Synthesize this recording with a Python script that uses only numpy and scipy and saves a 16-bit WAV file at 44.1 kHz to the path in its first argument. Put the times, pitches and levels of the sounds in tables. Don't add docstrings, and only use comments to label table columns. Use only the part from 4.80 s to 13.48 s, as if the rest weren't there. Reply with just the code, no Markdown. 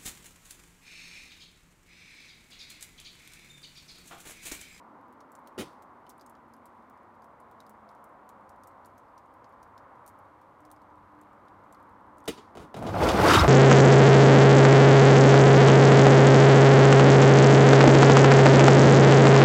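import sys
import numpy as np
from scipy import signal
from scipy.fft import rfft, irfft, next_fast_len
from scipy.io import wavfile
from scipy.ndimage import uniform_filter1d

SR = 44100
rng = np.random.default_rng(int(sys.argv[2]) if len(sys.argv) > 2 else 0)


def output_pcm(signal):
    pcm = np.clip(np.atleast_2d(signal).T, -1, 1) * 32767
    wavfile.write(sys.argv[1], SR, np.round(pcm).astype(np.int16))


N = 382781
T = np.arange(N) / SR


def undb(db):
    return 10 ** (np.asarray(db) / 20)


def unit(x):
    return x / np.sqrt(np.mean(x ** 2))


def band(x, lo_hz, hi_hz):
    sos = signal.butter(2, [lo_hz, min(hi_hz, SR / 2.1)], "band", fs=SR, output="sos")
    return signal.sosfilt(sos, x)


def colour(x, points):
    hz, db = np.transpose(points)
    size = next_fast_len(len(x))
    log_f = np.log(np.maximum(np.fft.rfftfreq(size, 1 / SR), 1))
    return irfft(rfft(x, size) * undb(np.interp(log_f, np.log(hz), db)), size)[:len(x)]


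def modes(x, table):
    return sum((-1) ** k * undb(db) * signal.lfilter(*signal.iirpeak(hz, hz / width, fs=SR), x)
               for k, (hz, width, db) in enumerate(table))


def fade(t, t60):
    return np.exp(-np.log(1000) * np.maximum(t, 0) / t60)


def add(out, when, x):
    i = int(when * SR)
    out[i:i + len(x)] += x[:len(out) - i]


def walk(rate_hz):
    hold = int(SR / rate_hz)
    steps = np.repeat(rng.standard_normal(N // hold + 1), hold)
    return uniform_filter1d(uniform_filter1d(steps, hold), hold)[:N]


def grit(size, spread_db):
    return unit(rng.standard_normal(size) * undb(spread_db * rng.exponential(size=size)))


# f/Hz, relative level/dB
ROAD_EQ = [(18, -51), (30, -12.5), (86, -4.5), (170, -10.5), (280, -5), (426, -10), (540, -4), (632, -4.5),
           (1010, 1), (1630, -16.5), (2170, -21), (2540, -30), (5310, -42.5), (14400, -47.5), (16000, -55)]
# t/s, tyre level/dB, tyre tilt/(dB per octave), 250 Hz drone level/dB
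TRAFFIC = [(0, 0, 7, 7), (.7, 1, 2.5, 5), (1.6, -1.5, 5.5, 3), (2.7, 0, 2.5, 0), (3.5, 1, 5, 1.5),
           (4.5, -1, 2.5, -0.5), (5.1, 1.5, 6.5, -1), (5.8, -1.5, 3.5, -2.5), (7.2, 0.5, 5.5, 2),
           (8.68, 1.5, 4, 13)]


def road():
    times, *columns = np.transpose(TRAFFIC)
    tyre_db, tilt_db, drone_db = (np.interp(T, times, column) for column in columns)
    rumble_db = -6.5 + 1.14 * T
    tyres_db = [tyre_db + tilt_db * octaves for octaves in (-.5, 0, .5)]
    faders_db = [rumble_db, rumble_db / 2, 0, drone_db, drone_db / 2, tyre_db, *tyres_db, tyre_db, 0]
    size = next_fast_len(N)
    spectrum = rfft(undb(-54) * unit(colour(rng.standard_normal(N), ROAD_EQ)), size)
    hz = np.maximum(np.fft.rfftfreq(size, 1 / SR), 1)
    half_octaves = np.clip(2 * np.log2(hz / 1000), -7, 3)
    out = np.zeros(N)
    for centre, db in enumerate(faders_db, start=-7):
        share = np.clip(1 - np.abs(half_octaves - centre), 0, 1)
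        out += irfft(spectrum * share, size)[:N] * undb(db + 0.79 * walk(4.9))
    return out


# start t/s, crest t/s, end t/s, start f/Hz, end f/Hz, level/dB, waver rate/Hz
ENGINE_HUMS = [(5.5, 6.1, 7.9, 303, 294, -64.5, 9), (3, 6.0, 7.9, 97, 98, -71.5, 12),
               (0.0, 2.9, 4, 254, 204, -68, 26.3), (3, 3.1, 3.6, 673, 770, -64.5, 7),
               (3.5, 4.7, 4.5, 540, 560, -69, 12), (6, 8.5, 8.0, 202, 200, -68, 9)]


def engines():
    out = np.zeros(N)
    steady, swell_db = 0.83, 6
    for start, crest, end, start_hz, end_hz, db, waver_hz in ENGINE_HUMS:
        hz = np.interp(T, [start, end], [start_hz, end_hz])
        tone = np.exp(2j * np.pi * np.cumsum(hz) / SR)
        waver = steady + unit(walk(waver_hz)) + 1j * unit(walk(waver_hz))
        swell = np.interp(T, [start, crest, end], [-1, 0, -1], left=-10, right=-10)
        out += undb(db + swell_db * swell) * np.real(tone * waver)
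    return out


def drip(db, hz, treble_db):
    t = T[:4000]
    tick = 3 * np.minimum(t / .0007, 1) ** 2 * fade(t - .0007, .004)
    envelope = tick + .5 * fade(t, 0.039) + undb(-0.5) * fade(t, 0.079)
    droplets = grit((3, len(t)), spread_db=2.9) * envelope
    mid = 1.17 * undb(-treble_db / 2) * band(droplets[0], 2930, 6100)
    splash = mid + undb(treble_db / 2) * band(droplets[1], 6500, 14050)
    pitched_spray = band(droplets[2], hz / 1.2, hz * 1.37)
    ring = undb(-5.5 - 0.05 * treble_db) * np.sin(2 * np.pi * hz * t)
    ring *= np.minimum(t / 0.0011, 1) * fade(t, 0.0089 + 48 / hz)
    drop = splash / np.abs(splash).max() + 0.48 * pitched_spray / np.abs(pitched_spray).max() + ring
    return undb(db) * drop / np.abs(drop).max()


# t/s, level/dB, ring f/Hz, treble over mid/dB
DRIPS = [(0.2825, -63, 13600, 2), (0.3258, -56, 11200, 3), (0.4052, -51, 5570, -7),
         (0.5186, -49.5, 7740, 12), (0.552, -45.5, 7440, 3), (0.5894, -63, 10300, 8),
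         (0.673, -45.5, 14660, -3), (1.0229, -53, 7550, 6), (1.266, -54.5, 3000, -6),
         (1.2937, -42, 14600, 14), (1.3, -47, 5450, -1), (1.3799, -55, 9710, 2), (1.3962, -55, 4800, -7),
         (1.4113, -48.5, 4830, 0), (1.4628, -49, 6540, 8), (1.495, -50.5, 10660, 13),
         (1.497, -49.5, 10000, 12), (1.552, -57.5, 3260, -10), (1.7367, -49, 5050, 12),
         (1.7652, -60, 11200, 5), (1.856, -48, 14600, 7), (2.0982, -57, 15400, 10), (2.4207, -58, 4870, 9),
         (2.4427, -58, 10600, 7), (2.6013, -58.5, 9650, 11), (2.7129, -56, 14100, 0),
         (2.8033, -44, 3830, -5), (2.8651, -54, 4860, 5), (2.8944, -49, 15120, 14), (3.09, -51.5, 5280, -6),
         (3.1493, -59.5, 9240, -3), (3.2408, -51.5, 10900, 18), (3.491, -48.5, 7000, 4),
         (3.6923, -51.5, 5660, 13), (3.8352, -49.5, 8700, -1), (3.8724, -49, 13700, 14),
         (4.0478, -54, 4410, -4), (4.0577, -51, 10490, 13), (4.18, -54, 6350, 12),
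         (4.3791, -48.5, 5820, -4), (4.5386, -62, 13310, 2), (4.643, -53, 4670, -13),
         (4.8293, -52.5, 5800, -2), (4.9783, -49.5, 5070, -4), (5.2636, -47, 13220, 9),
         (5.2775, -41, 9200, 14), (5.2905, -55, 10500, 7), (5.3885, -60, 11050, 11),
         (5.614, -60.5, 13800, 1), (5.8044, -60, 7850, 3), (5.8509, -54, 5040, 1), (5.9025, -58, 6160, -3),
         (5.9144, -40.5, 10300, 9), (5.9626, -58.5, 5020, -1), (6.0177, -60, 4280, 5),
         (6.413, -53, 7700, 12), (6.683, -57, 3900, -6), (6.925, -49.5, 7400, 9), (6.9464, -55, 4360, 2),
         (7.0271, -61, 11300, 6), (7.0934, -65, 10900, 8), (7.3823, -51.5, 9400, 4),
         (7.4031, -54.5, 6550, 4), (7.4406, -57, 7850, -1), (7.4559, -50, 6300, -3)]


def drips():
    out = np.zeros(N)
    for when, db, hz, treble_db in DRIPS:
        add(out, when, drip(db, hz, treble_db))
    for when, size, pitch, tilt in rng.random((75, 4)):
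        add(out, when * N / SR, drip(db=-74 + 9 * size, hz=3500 + 9000 * pitch, treble_db=14 * tilt - 5))
    slap_s, slap_db = .0054, -18
    return out + undb(slap_db) * np.roll(out, int(slap_s * SR))


# f/Hz, width/Hz, level/dB
BOARD_MODES = [(55, 71, -9), (157, 38, 0), (232, 45, 1.5), (302, 24, 1.5), (380, 60, 0), (464, 67, -0.5),
               (577, 150, -8.5), (830, 60, -11.5), (1270, 130, -12)]
# f/Hz, width/Hz, level/dB
SHEET_MODES = [(2080, 270, -7.5), (2440, 44, 6.5), (2960, 180, -1.5), (3295, 89, 6), (3300, 27, 10),
               (3930, 200, 4), (4530, 43, 0.5), (6400, 27, 1), (6990, 130, -1)]
# f/Hz, width/Hz, level/dB
KNOCK_MODES = [(680, 128, -2), (1070, 200, -11.5)]
# t/s, level/dB, slip length/s, knock send/dB, crunch send/dB, hiss send/dB
CRACKS = [(0.778, -41, .005, 12, -2.5, -20), (0.786, -34.5, .026, 19, -4, -16),
          (7.477, -29, 0.011, 15.5, -1, -13.5), (7.574, -48.5, 0.014, 19, -3, -32),
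          (7.7532, -48, 0.0052, 28, -8.5, -25), (7.772, -43.5, 0.0095, 28, -8, -28),
          (7.795, -47.5, 0.04, 19, -12, -24.5), (7.943, -39.5, 0.0036, 26, -4.5, -33),
          (7.965, -39.5, 0.009, 22, -10, -23), (7.99, -41.5, 0.0034, 21, -22, -25),
          (8.026, -40.5, 0.01, 28, -22, -23), (8.067, -31.5, 0.0044, 18, -7, -41),
          (8.089, -39, 0.0059, 22, -6, -35), (8.287, -31.5, 0.002, 10, 10.5, -12),
          (8.46, -32, 0.0036, 11, -8, -25), (8.533, -26, 0.014, 10, 8, -13)]


def cracks():
    fractures, crumbs = np.zeros((2, 3, N))
    knocks = np.zeros(N)
    t = T[:SR // 2]
    for when, db, slip_s, knock_db, crunch_db, hiss_db in CRACKS:
        knocks[int(when * SR)] = undb(db + knock_db)
        for bus, send_db in enumerate((0, crunch_db, hiss_db)):
            grains = undb(db + send_db) * np.minimum(t / 0.00064, 1) * grit(len(t), spread_db=1.86)
            add(fractures[bus], when, grains * fade(t - slip_s, 0.046 + 2.4 * slip_s))
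            add(crumbs[bus], when, grains * undb(-18.5 + 250 * slip_s) * fade(t, 0.39))
    body = 7 * modes(fractures[0] + crumbs[0] + knocks, BOARD_MODES) + 9 * modes(knocks, KNOCK_MODES)
    sheet = 1.6 * modes(fractures[1], SHEET_MODES)
    crunch = 0.81 * band(fractures[1] + 2.46 * crumbs[1], 1710, 5300)
    ice = fractures[2] + crumbs[2]
    hiss = band(ice, 3600, 15600) + 1.4 * band(ice, 7800, 10740)
    return body + sheet + crunch + hiss


def blow(db, hz, t60):
    t = T[:SR // 4]
    return undb(db) * np.sin(2 * np.pi * hz * t) * np.minimum(t * hz / 0.72, 1) * fade(t, t60)


# t/s, level/dB, f/Hz
THUDS = [(0.779, -25, 400), (0.787, -26, 368), (7.479, -26, 330), (7.488, -27, 290), (7.791, -39, 71),
         (7.97, -35, 66), (8.051, -18.5, 239), (8.089, -21, 96), (8.17, -21, 80), (8.22, -18, 90),
         (8.236, -8, 490), (8.287, -16, 81), (8.476, -7, 616), (8.522, -7.5, 340), (8.55, -9.5, 342),
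         (8.57, -10, 90), (8.611, -4, 73), (8.63, -19, 48), (8.655, -17, 85)]
# t/s, level/dB, f/Hz
CLINKS = [(8.54, -26, 4540), (8.556, -17.5, 3740), (8.589, -20, 3790), (8.595, -21, 5130)]


def impacts():
    out = np.zeros(N)
    for when, db, hz in THUDS:
        add(out, when, blow(db, hz, t60=0.014 + 6.5 / hz))
    for when, db, hz in CLINKS:
        add(out, when, blow(db, hz, t60=.05))
    return out


def shards(start, end):
    out, t = np.zeros(N), T[:2000]
    for when, pitch, size, ring in rng.random((90, 4)):
        hz = 1700 * 2 ** (1.6 * pitch)
        ping = np.sin(2 * np.pi * hz * t) * fade(t, 0.012 + 0.06 * ring)
        add(out, start + when * (end - start), undb(12.4 * size - 5.5) * ping)
    return out


# f/Hz, width/Hz, level/dB
SLAB_MODES = [(336, 100, -4), (423.5, 13, 7), (522, 34, -5), (556.6, 29, 8.5), (685, 73, -3.5),
              (770, 75, 8), (860, 53, -2), (1055, 53, 7.5), (1115, 110, -5), (1260, 52, 6.5),
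              (1340, 90, -5), (1646, 500, -3)]
# t/s, level/dB, brightness/dB
SLIDE_CURVE = [(7.945, -43, -9), (8.02, -43, -11), (8.06, -36.5, -10.5), (8.13, -35, -11), (8.23, -20, -11),
               (8.28, -22, -7.5), (8.32, -26, -7.5), (8.4, -21, -6.5), (8.46, -18, -3.5), (8.52, -19.5, 3),
               (8.58, -23.5, 4.5), (8.64, -23.5, -4.5), (8.68, -30, -6)]


def slide():
    times, *columns = np.transpose(SLIDE_CURVE)
    level_db, bright_db = (np.interp(T, times, column) for column in columns)
    grind = grit(N, spread_db=3.24)
    grind = unit(modes(grind, SLAB_MODES)) + 1.4 * unit(band(grind, 238, 2840))
    low_scrape = unit(band(grind, 236, 902)) * undb(3 * walk(70))
    high_scrape = unit(band(grind, 724, 1710)) * undb(bright_db + 3 * walk(110))
    rumble_db = -3.5 + .3 * (-24 - level_db)
    rumble = unit(band(rng.standard_normal(N), 52, 200)) * undb(rumble_db + 3.6 * walk(35))
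    grains = grit(N, spread_db=2.2)
    crunch = unit(band(grains, 1300, 5370)) + 0.14 * unit(modes(grains, SHEET_MODES))
    crunch = 1.02 * unit(crunch) * undb(3.6 * walk(140))
    crunch = (crunch + shards(times[0], times[-1])) * undb(bright_db - 11)
    hiss = unit(band(grit(N, spread_db=2.0), 3900, 15000))
    hiss *= undb(-22 + 0.73 * bright_db + 1.6 * walk(150))
    fade_in = np.clip((T - times[0]) / 0.03, 0, 1)
    return (low_scrape + high_scrape + rumble + crunch + hiss) * undb(level_db) * fade_in


def scene():
    return (road() + engines() + drips() + cracks() + impacts() + slide())[None]


def record(dry):
    low_cut = signal.sosfilt(signal.butter(2, 45, "high", fs=SR, output="sos"), dry)
    rounded = np.tanh(1.642 * low_cut) / 1.553
    return signal.sosfilt(signal.ellip(10, .2, 90, 15800, fs=SR, output="sos"), rounded)


dry = scene()
out = record(dry)
output_pcm(out)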